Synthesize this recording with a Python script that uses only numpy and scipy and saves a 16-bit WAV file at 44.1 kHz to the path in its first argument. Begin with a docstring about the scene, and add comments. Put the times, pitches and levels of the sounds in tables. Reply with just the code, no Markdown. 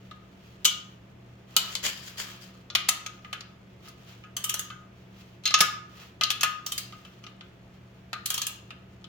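"""A garage. A mechanic torques a clutch bolt on an engine: the wrench's toggle snaps over and rattles,
then the socket clunks and scrapes off the bolt. At a caster of the steel engine stand the socket knocks
and the ratchet pawl ticks on the back strokes. Each blow is a noise crack plus ringing steel modes;
the heaviest also jolt the engine. Hands rub on the tool; a motor hums faintly over the room air."""
import sys
import numpy as np
from scipy import signal
from scipy.fft import rfft, irfft
from scipy.io import wavfile

SR = 44100
rng = np.random.default_rng(int(sys.argv[2]) if len(sys.argv) > 2 else 0)


def pcm_store(signal):
    """Save signal as 16-bit PCM."""
    levels = np.round(np.clip(np.atleast_2d(signal), -1, 1) * 32767)
    wavfile.write(sys.argv[1], SR, levels.astype(np.int16).T)


N = 400428

# Motor partials. Each row: frequency in Hz, amplitude in dB, waver in dB.
MOTOR_PARTIALS = [(119.1, -53, 2), (188.2, -54.5, 2), (357.6, -66.5, 3), (673, -69, 1.5)]
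# Room air. Each row: frequency in Hz, relative density in dB.
AIR_SPECTRUM = [(22, -16.5), (62, -3.5), (80, 1.5), (103, -8.5), (160, -0.5), (250, -6.5), (330, -7),
                (500, -9.5), (680, -13), (1000, -17), (2800, -21), (4200, -33.5), (6500, -36),
                (9000, -48.5), (16000, -44)]
# Diffuse room sound. Each row: frequency in Hz, left-right correlation.
ROOM_CORRELATION = [(60, 0.98), (150, .92), (300, 0.77), (700, 0.078), (2000, 0.11), (10000, 0.059)]
# Grip shifts and tool swings. Each row: middle in seconds, length in seconds, level in dB.
GRIPS = [(0.506, 0.35, -68), (1.666, 0.15, -43.5), (2.29, 0.32, -52.5), (3.197, 0.25, -65.5),
         (3.878, 0.055, -53.5), (4.09, 0.16, -58), (5.198, 0.11, -65.5), (6.008, 0.097, -51.5),
         (6.989, 0.33, -64), (7.819, 0.18, -75)]

# Blows: socket on caster, toggle in wrench, socket on clutch bolt. Each row: start in seconds,
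# mid-band level in dB, bass thud and treble edge in dB re mid, ring in dB re crack, clink in Hz.
CASTER_KNOCKS = [(0.1113, -53, 8, -20, -10.5, 3910), (2.7009, -41.5, -7, -46, -8.5, 3830),
                 (2.7507, -21, -7.5, -13, -15.5, 2960), (2.8858, -38, -3, 2.5, -14, 5000),
                 (2.8885, -23, -7.5, 0.5, -13.5, 7600), (3.0625, -37.5, -4, -12, -9, 6700),
                 (3.2468, -56.5, 12, -34, -13, 1940), (3.3286, -38, 1, -12.5, -9.5, 3170),
                 (3.4073, -44, -9, -20, -23, 4730), (3.884, -57, -14, 1, -16, 5500),
                 (4.238, -58, 9, -28, -3, 2600), (4.7013, -49.5, 9, -18, -2, 3550),
                 (5.437, -47.5, -10.5, -17.5, 1, 4110), (5.4549, -21.5, -22, -17.5, 6, 3900),
                 (5.4749, -29, -17, -16.5, -14, 4050), (5.507, -32.5, -3, -21.5, -8, 4160),
                 (5.5407, -16, -5, -23.5, -4.5, 5850), (5.589, -36, 5.5, -7, -5, 3000),
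                 (5.6052, -20.5, -3, -5.5, -6, 5470), (5.6085, -22, -0.5, -0.5, -8.5, 5270),
                 (6.2107, -28, 0.5, -18.5, -5.5, 2830), (6.235, -22, -27, -18, -9, 4100),
                 (6.3032, -25.5, -8.5, -9.5, -12, 3340), (6.314, -35, -21, -6, -2, 3540),
                 (6.4093, -31, -11, -6, 0, 6700), (6.4323, -25, 1.5, -4.5, -6.5, 3180),
                 (6.444, -37, 7.5, -4, -7, 2570), (6.924, -55, 10, -14, -4, 3270),
                 (7.0495, -54, 0.5, -16, -10.5, 3000), (7.2388, -50.5, -1, -24, -10, 2900),
                 (7.266, -49, -0.5, -31, -14, 2930), (7.409, -52.5, 3.5, -45, -11, 3430),
                 (8.1302, -38, 4.5, -13.5, -11, 3880), (8.7054, -49, 3.5, -21, -16, 2950),
                 (9.0424, -48.5, -9.5, -29.5, -13.5, 3340)]
WRENCH_SNAPS = [(0.6462, -31, -14.5, -7, -10.5, 4400), (0.6507, -20, -18, -12, -12.5, 3000),
                (0.6527, -17.5, -22.5, -11, -13.5, 6600), (0.6765, -36.5, -8.5, -12.5, -5.5, 3003),
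                (0.6825, -36.5, -13.5, -17, -10.5, 2900)]
BOLT_CLUNKS = [(1.5648, -17.5, -14, -8, -14, 4220), (1.7524, -29, -17, -18, -23, 4600),
               (1.864, -28.5, -13.5, -16, -25, 3020)]
# Knock position, nearer the middle as the socket slips off the caster.
# Each row: time in seconds, left over right in dB.
KNOCK_PAN = [(5.5, 4.5), (5.54, 2), (5.61, 3.5), (6.2, 5)]
# Uneven shading by the engine: left over right in dB for bass, mid and treble.
ENGINE_SHADING_DB = [-5, -1, -6]
# Jolts of the engine. Each row: start in seconds, level in dB.
JOLTS = [(0.654, -42.5), (1.567, -45.5), (1.862, -47), (5.543, -53), (5.608, -34)]
# Pulls on the socket. Each row: start in seconds, length in seconds, level swelled to in dB.
PULLS = [(1.703, 0.021, -39), (1.827, 0.029, -24.5), (1.913, 0.058, -53), (1.97, 0.11, -44),
         (2.17, 0.031, -30.5), (2.264, 0.024, -48), (2.404, 0.019, -46.5)]
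# Teeth passing the pawl. Each row: time in seconds, mid-band level in dB,
# bass thud and treble edge in dB re mid, clink in Hz.
TEETH = [(4.3664, -36, -8.5, 0.5, 6380), (4.4403, -34.5, -7.5, 4.5, 3070), (4.4935, -30.5, -17, -1.5, 2840),
         (4.5399, -35, -7.5, 2.5, 6200), (4.5922, -38.5, -5, 5, 6600), (6.6629, -38, -7.5, 2.5, 5560),
         (6.7192, -35, -11, 0.5, 3140), (6.778, -34, -15.5, 0, 4900), (8.258, -34.5, -15, 3, 4300),
         (8.302, -33, -8, 2.5, 3120), (8.3413, -35, -11, 1.5, 5560), (8.3772, -33, -9, -5.5, 3320),
         (8.416, -32.5, -13.5, -4.5, 6560), (8.4665, -36, -12, 3.5, 2780)]

# Modes of the steel parts. Each row: frequency in Hz, relative level in dB.
STAND_MODES = [(1208, 0), (1248, 5.5), (1282, -4.5), (1421, -3.5), (1540, -6), (1695, -4), (2046, -7),
               (2190, -9), (2610, -2.5), (2765, 1), (2920, -4.5), (3045, 1.5), (3182, -1.5), (3370, -2),
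               (3578, -5), (4128, 5), (4228, -0.5), (4610, -6), (5251, -1), (6490, 6)]
WRENCH_MODES = [(1240, -3), (1421, -5), (1561, -15), (2240, -8), (2358, -4), (2885, 2.5), (3035, 4.5),
                (3391, 2.5), (5152, -6.5), (5992, -2.5), (6300, -2.5), (6573, -3)]
CLUTCH_MODES = [(1275, -3.5), (1560, -17.5), (2546, -9), (2993, 10), (3340, -2.5), (4296, -4.5), (4592, -5),
                (7397, 5.5)]
SOCKET_MODES = [(565, 7), (940, -4.5), (1700, -6), (3150, 0), (4800, -1), (6800, -2.5)]
PAWL_MODES = [(1200, 5.5), (1255, 6), (2720, -6), (3050, -13), (3410, -21), (4130, 6), (6450, 0.5),
              (6740, 2)]

# Spectra of rubs, cracks, thumps and reverb. Each row: frequency in Hz, relative density in dB.
RUSTLE_SPECTRUM = [(300, -4), (1250, 2.5), (2100, 3.5), (3000, 7.5), (4200, 1.5), (6500, -2), (9000, -16),
                   (15000, -7.5)]
KNOCK_SPECTRUM = [(120, -17.5), (400, -21), (700, -7.5), (1020, -11.5), (1250, 2.5), (1480, -9), (1900, -5),
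                  (2900, 6), (4300, 4.5), (6600, -1), (8300, -11.5), (11000, -5.5), (16000, -15)]
SNAP_SPECTRUM = [(120, -37.5), (450, -11), (800, -9.5), (1250, -4.5), (1800, -16), (3100, -2), (4500, -4),
                 (5500, -7.5), (7300, -1.5), (8800, -9.5), (11500, 5), (16000, -2.5)]
JOLT_SPECTRUM = [(80, -32.5), (170, 10), (250, -10.5), (340, -1.5), (460, -4), (700, -18.5), (3000, -49)]
SCRAPE_SPECTRUM = [(150, -1.5), (400, -4.5), (750, -5), (2000, 4), (3000, 3), (5000, 2), (7300, -0.5),
                   (9000, -8), (16000, -5.5)]
TOOTH_SPECTRUM = [(120, -34), (500, -14), (950, -7.5), (1230, -5), (1600, -7), (2200, -7.5), (3000, 4.5),
                  (4000, 1), (6500, -2.5), (8500, -11), (12000, -10), (16000, -14)]
GARAGE_SPECTRUM = [(150, -1), (1200, 4), (3000, 5), (7000, -1), (10000, 0), (16000, 0)]
# Reverb decay. Each row: frequency in Hz, T60 in seconds.
GARAGE_T60 = [(200, 0.12), (1200, 0.59), (3000, 0.42), (6500, 0.39), (10000, 0.25), (16000, 0.28)]

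RING_TIME_S = np.arange(SR // 2) / SR
LEFT_RIGHT = np.array([[1], [-1]])
EDGES_HZ = np.geomspace(22, 18000, 30)
BANDS = [(np.sqrt(lo * hi), signal.butter(2, [lo, hi], "band", fs=SR, output="sos"))
         for lo, hi in zip(EDGES_HZ, EDGES_HZ[1:])]
REGISTERS = [signal.butter(4, band_hz, "band", fs=SR, output="sos")
             for band_hz in [(130, 1900), (1900, 7500), (7500, 17000)]]


def from_db(db):
    """Decibels to gain."""
    return 10 ** (np.asarray(db) / 20)


def unit_rms(x):
    """Scale to unit power."""
    return x / np.sqrt(np.mean(x ** 2) + 1e-20)


def at_hz(table, hz):
    """Read a table on a log-frequency axis."""
    freqs_hz, values = np.transpose(table)
    return np.interp(np.log(hz), np.log(freqs_hz), values)


def resonate(x, hz, q):
    """One resonance, unity gain at its peak."""
    return signal.lfilter(*signal.iirpeak(hz, q, fs=SR), x)


def drift(rate_hz):
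    """Slow random wander of unit RMS."""
    hop, warmup = 100, 1000
    pole = np.exp(-2 * np.pi * rate_hz * hop / SR)
    noise = rng.standard_normal(N // hop + warmup + 2)
    slow = signal.lfilter([1], [1, -2 * pole, pole * pole], noise)[warmup:]
    return np.interp(np.arange(N) / hop, np.arange(len(slow)), unit_rms(slow))


def coloured(x, spectrum, size=4096):
    """Shape x with a minimum-phase filter."""
    bins_hz = np.arange(size // 2 + 1) * SR / size + 1
    cepstrum = irfft(np.log(from_db(at_hz(spectrum, bins_hz))))
    cepstrum[1:size // 2] *= 2
    cepstrum[size // 2 + 1:] = 0
    impulse = irfft(np.exp(rfft(cepstrum)))
    return signal.fftconvolve(x, impulse[None], axes=-1)[:, :x.shape[-1]]


def stereo(pair, correlation):
    """Mix two independent signals to left and right as mid and side."""
    return np.sqrt((1 + correlation) / 2) * pair[0] + np.sqrt((1 - correlation) / 2) * pair[1] * LEFT_RIGHT


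def diffuse_bands(samples):
    """Yield centre frequency and stereo noise for each band of the room."""
    white = rng.standard_normal((2, 2, samples))
    for k, (hz, sos) in enumerate(BANDS):
        yield hz, signal.sosfilt(sos, stereo(white[k % 2], at_hz(ROOM_CORRELATION, hz)))


def friction(grains_per_s, spread_db):
    """Surfaces catch and slip in a dense rain of tiny contacts."""
    sizes = rng.standard_normal((2, N)) * from_db(spread_db * np.minimum(rng.exponential(1, (2, N)), 4))
    caught = rng.random((2, N)) < grains_per_s / SR
    return stereo(sizes * caught, correlation=0.12)


def contact_force(chatter_s, bounce_db, bounces=9):
    """One firm contact, then fading bounces as loose parts settle."""
    force = np.zeros(SR // 10)
    lateness = rng.exponential(1, bounces)
    onsets = np.minimum(lateness * chatter_s * SR, len(force) - 1).astype(int)
    force[onsets] = rng.normal(0, 1, bounces) * from_db(bounce_db) * np.exp(-lateness / 2)
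    force[0] = 1
    return force


def steel_crack(spectrum, t60_s, strike_db, strike_s):
    """A hard strike, then crowded, quickly damped modes as a noise burst."""
    t = RING_TIME_S
    mid, side = rng.standard_normal((2, len(t)))
    highpass = signal.butter(1, 1100, "high", fs=SR, output="sos")
    side = signal.sosfilt(highpass, side)   # long waves reach both sides alike
    decay = from_db(-60 * t / t60_s) * (1 - np.exp(-t / 0.0007))
    strike = from_db(strike_db) * np.exp(-t / strike_s)
    return unit_rms(coloured(stereo([mid, side], correlation=0.04) * (decay + strike), spectrum))


def steel_ring(modes, detune, t60_1khz_s):
    """Long modes; loose joints split each into four beating partials."""
    t = RING_TIME_S
    hz, level_db = np.repeat(np.transpose(modes), 4, axis=1)
    hz = hz * (1 + detune * np.sqrt(hz / 2200) * rng.standard_normal(len(hz)))
    t60_s = t60_1khz_s * (hz / 1000) ** -0.45
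    gains = from_db(level_db + 2 * rng.standard_normal(len(hz)))
    phasors = gains * np.exp(2j * np.pi * rng.random(len(hz)))
    poles = (2j * np.pi * hz - np.log(1000) / t60_s) / SR
    block = 150   # damped sines summed blockwise for speed
    block_starts = phasors * np.exp(np.outer(np.arange(0, len(t), block), poles))
    ring = (block_starts @ np.exp(np.outer(poles, np.arange(block)))).real.ravel()[:len(t)]
    return unit_rms(ring * (1 - np.exp(-t / 0.003)))   # takes a few ms to spread through the metal


def blows(table, crack, ring, chatter_s, bounce_db, clink_db, clink_q, pan):
    """Steel on steel; spot and hardness of each contact set its clink, thud, edge and ring."""
    out = np.zeros((2, N + SR))
    window_s = 0.02   # level = energy gathered into this time
    for start_s, level_db, thud_db, edge_db, ring_db, clink_hz in table:
        response = steel_crack(**crack) + from_db(ring_db) * steel_ring(**ring)
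        hit = signal.fftconvolve(response, contact_force(chatter_s, bounce_db)[None], axes=-1)
        hit += from_db(clink_db) * resonate(hit, clink_hz, clink_q)
        start = round(start_s * SR)
        pan_db = np.interp(start_s, *np.transpose(pan))
        for sos, register_db, shade_db in zip(REGISTERS, (thud_db, 0, edge_db), ENGINE_SHADING_DB):
            part = signal.sosfilt(sos, hit)
            part /= np.sqrt(np.sum(part ** 2, axis=1, keepdims=True) / (window_s * SR))
            gain = from_db(level_db + register_db + (pan_db + shade_db) * LEFT_RIGHT / 2)
            out[:, start:start + part.shape[1]] += gain * part
    return out[:, :N]


def motor_hum():
    """A motor's partials, wavering in level and phase."""
    t = np.arange(N) / SR
    return sum(from_db(db + waver_db * drift(5.5)) * np.sin(2 * np.pi * hz * t + waver_db / 2 * drift(3.4))
               for hz, db, waver_db in MOTOR_PARTIALS)


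def room_air():
    """Soft, steady rush of air."""
    air = sum(noise * from_db(at_hz(AIR_SPECTRUM, hz)) for hz, noise in diffuse_bands(N))
    return from_db(-54.5) * unit_rms(air)


def handling(holding_db=-68.5):
    """Skin and cloth rub on the tool; its head drags on the caster and wakes the stand's modes."""
    t = np.arange(N) / SR
    rub = unit_rms(coloured(friction(grains_per_s=8000, spread_db=-1), RUSTLE_SPECTRUM))
    catches = friction(grains_per_s=270, spread_db=2.5)
    drag = unit_rms(sum(from_db(db) * (1000 / hz) * resonate(catches, hz, q=35) for hz, db in STAND_MODES))
    rub *= from_db(-1 + 2.5 * drift(9))
    drag *= from_db(-7.5 + 3.2 * drift(14))
    grips = sum(from_db(db) * np.exp(-2 * ((t - middle_s) / length_s) ** 2)
                for middle_s, length_s, db in GRIPS)
    return (rub + drag) * (from_db(holding_db) + grips)


def socket_knocks():
    """The loose socket knocks on the caster and rings the stand's tubes."""
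    crack = dict(spectrum=KNOCK_SPECTRUM, t60_s=0.046, strike_db=1.5, strike_s=0.0006)
    ring = dict(modes=STAND_MODES, detune=0.0065, t60_1khz_s=0.24)
    return blows(CASTER_KNOCKS, crack, ring, chatter_s=0.0043, bounce_db=-16,
                 clink_db=1.5, clink_q=5, pan=KNOCK_PAN)


def torque_release():
    """The sprung toggle slaps the wrench's tube and rattles; the socket then clunks on the bolt."""
    crack = dict(spectrum=SNAP_SPECTRUM, t60_s=0.098, strike_db=7.5, strike_s=0.002)
    out = np.zeros((2, N))
    for table, modes in (WRENCH_SNAPS, WRENCH_MODES), (BOLT_CLUNKS, CLUTCH_MODES):
        ring = dict(modes=modes, detune=0.008, t60_1khz_s=0.25)
        out += blows(table, crack, ring, chatter_s=0.0096, bounce_db=-22.5,
                     clink_db=-1.5, clink_q=6, pan=[(0, 3.5)])
    return out


def engine_jolts(t60_s=0.15, rise_s=0.0012):
    """The heaviest blows jolt the engine on its stand: a dull, damped thump."""
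    thump = from_db(-60 * RING_TIME_S / t60_s) * (1 - np.exp(-RING_TIME_S / rise_s))
    envelope = np.zeros(N + SR)
    for start_s, level_db in JOLTS:
        start = round(start_s * SR)
        envelope[start:start + len(thump)] += from_db(level_db) * thump
    noise = stereo(rng.standard_normal((2, N)), correlation=0.88)
    return envelope[:N] * unit_rms(coloured(noise, JOLT_SPECTRUM))


def socket_scrape(attack_s=0.0044, release_s=0.032, swell_db=12.5):
    """Each pull swells until the socket slips; the shifting contact wakes its modes in turn."""
    scrape = coloured(friction(grains_per_s=8000, spread_db=2.1), SCRAPE_SPECTRUM)
    ring = sum(from_db(db + 4.5 * drift(8)) * resonate(scrape, hz, q=13) for hz, db in SOCKET_MODES)
    envelope = np.zeros(N)
    for start_s, length_s, level_db in PULLS:
        t = np.maximum(np.arange(N) / SR - start_s, 0)
        swell = from_db(level_db - swell_db * np.maximum(1 - t / length_s, 0))
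        release = np.exp(-np.maximum(t - length_s, 0) / release_s)
        envelope += swell * (1 - np.exp(-t / attack_s)) * release
    catching_db = 1.6 * drift(70)
    return unit_rms(scrape + ring) * envelope * from_db(catching_db + 1.6 * LEFT_RIGHT)


def ratchet(offset_s=0.001, touch_db=-13, ring_db=-12.5):
    """The pawl touches each tooth's crest faintly, then drops with a bright tick."""
    ticks = [(time_s + shift_s, level_db + trim_db, thud_db, edge_db, ring_db, clink_hz)
             for time_s, level_db, thud_db, edge_db, clink_hz in TEETH
             for shift_s, trim_db in ((-offset_s, touch_db), (offset_s, 0))]
    crack = dict(spectrum=TOOTH_SPECTRUM, t60_s=0.062, strike_db=2.5, strike_s=0.0014)
    ring = dict(modes=PAWL_MODES, detune=0.0088, t60_1khz_s=0.17)
    return blows(ticks, crack, ring, chatter_s=0.005, bounce_db=-12.5,
                 clink_db=3, clink_q=21, pan=[(0, 4.2)])


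def garage_reverb(x):
    """Diffuse tail, longest in the midrange."""
    t = np.arange(SR) / SR
    tail = sum(noise * from_db(at_hz(GARAGE_SPECTRUM, hz) - 60 * t / at_hz(GARAGE_T60, hz))
               for hz, noise in diffuse_bands(SR))
    onset = 1 - np.exp(-(t / 0.00028) ** 2)
    impulse = unit_rms(tail * onset) / np.sqrt(SR)
    return signal.fftconvolve(x, impulse, axes=-1)[:, :N]


def scene():
    """Tool work slightly to the left, faint reverb, hum and air."""
    work = handling() + socket_knocks() + torque_release() + engine_jolts() + socket_scrape()
    ticks = ratchet()
    left, right = work + ticks
    direct = np.stack([left, np.pad(right[:-2], (2, 0))])   # right arrives two samples later
    reverb = garage_reverb(from_db(-10) * work + from_db(-6.5) * ticks)
    return direct + reverb + motor_hum() + room_air()


def record(dry, ceiling=0.95, cutoff_hz=16600):
    """Soft clip, then a steep low-pass."""
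    lowpass = signal.ellip(10, 0.1, 80, cutoff_hz, fs=SR, output="sos")
    return signal.sosfilt(lowpass, ceiling * np.tanh(dry / ceiling))


dry = scene()
out = record(dry)
pcm_store(out)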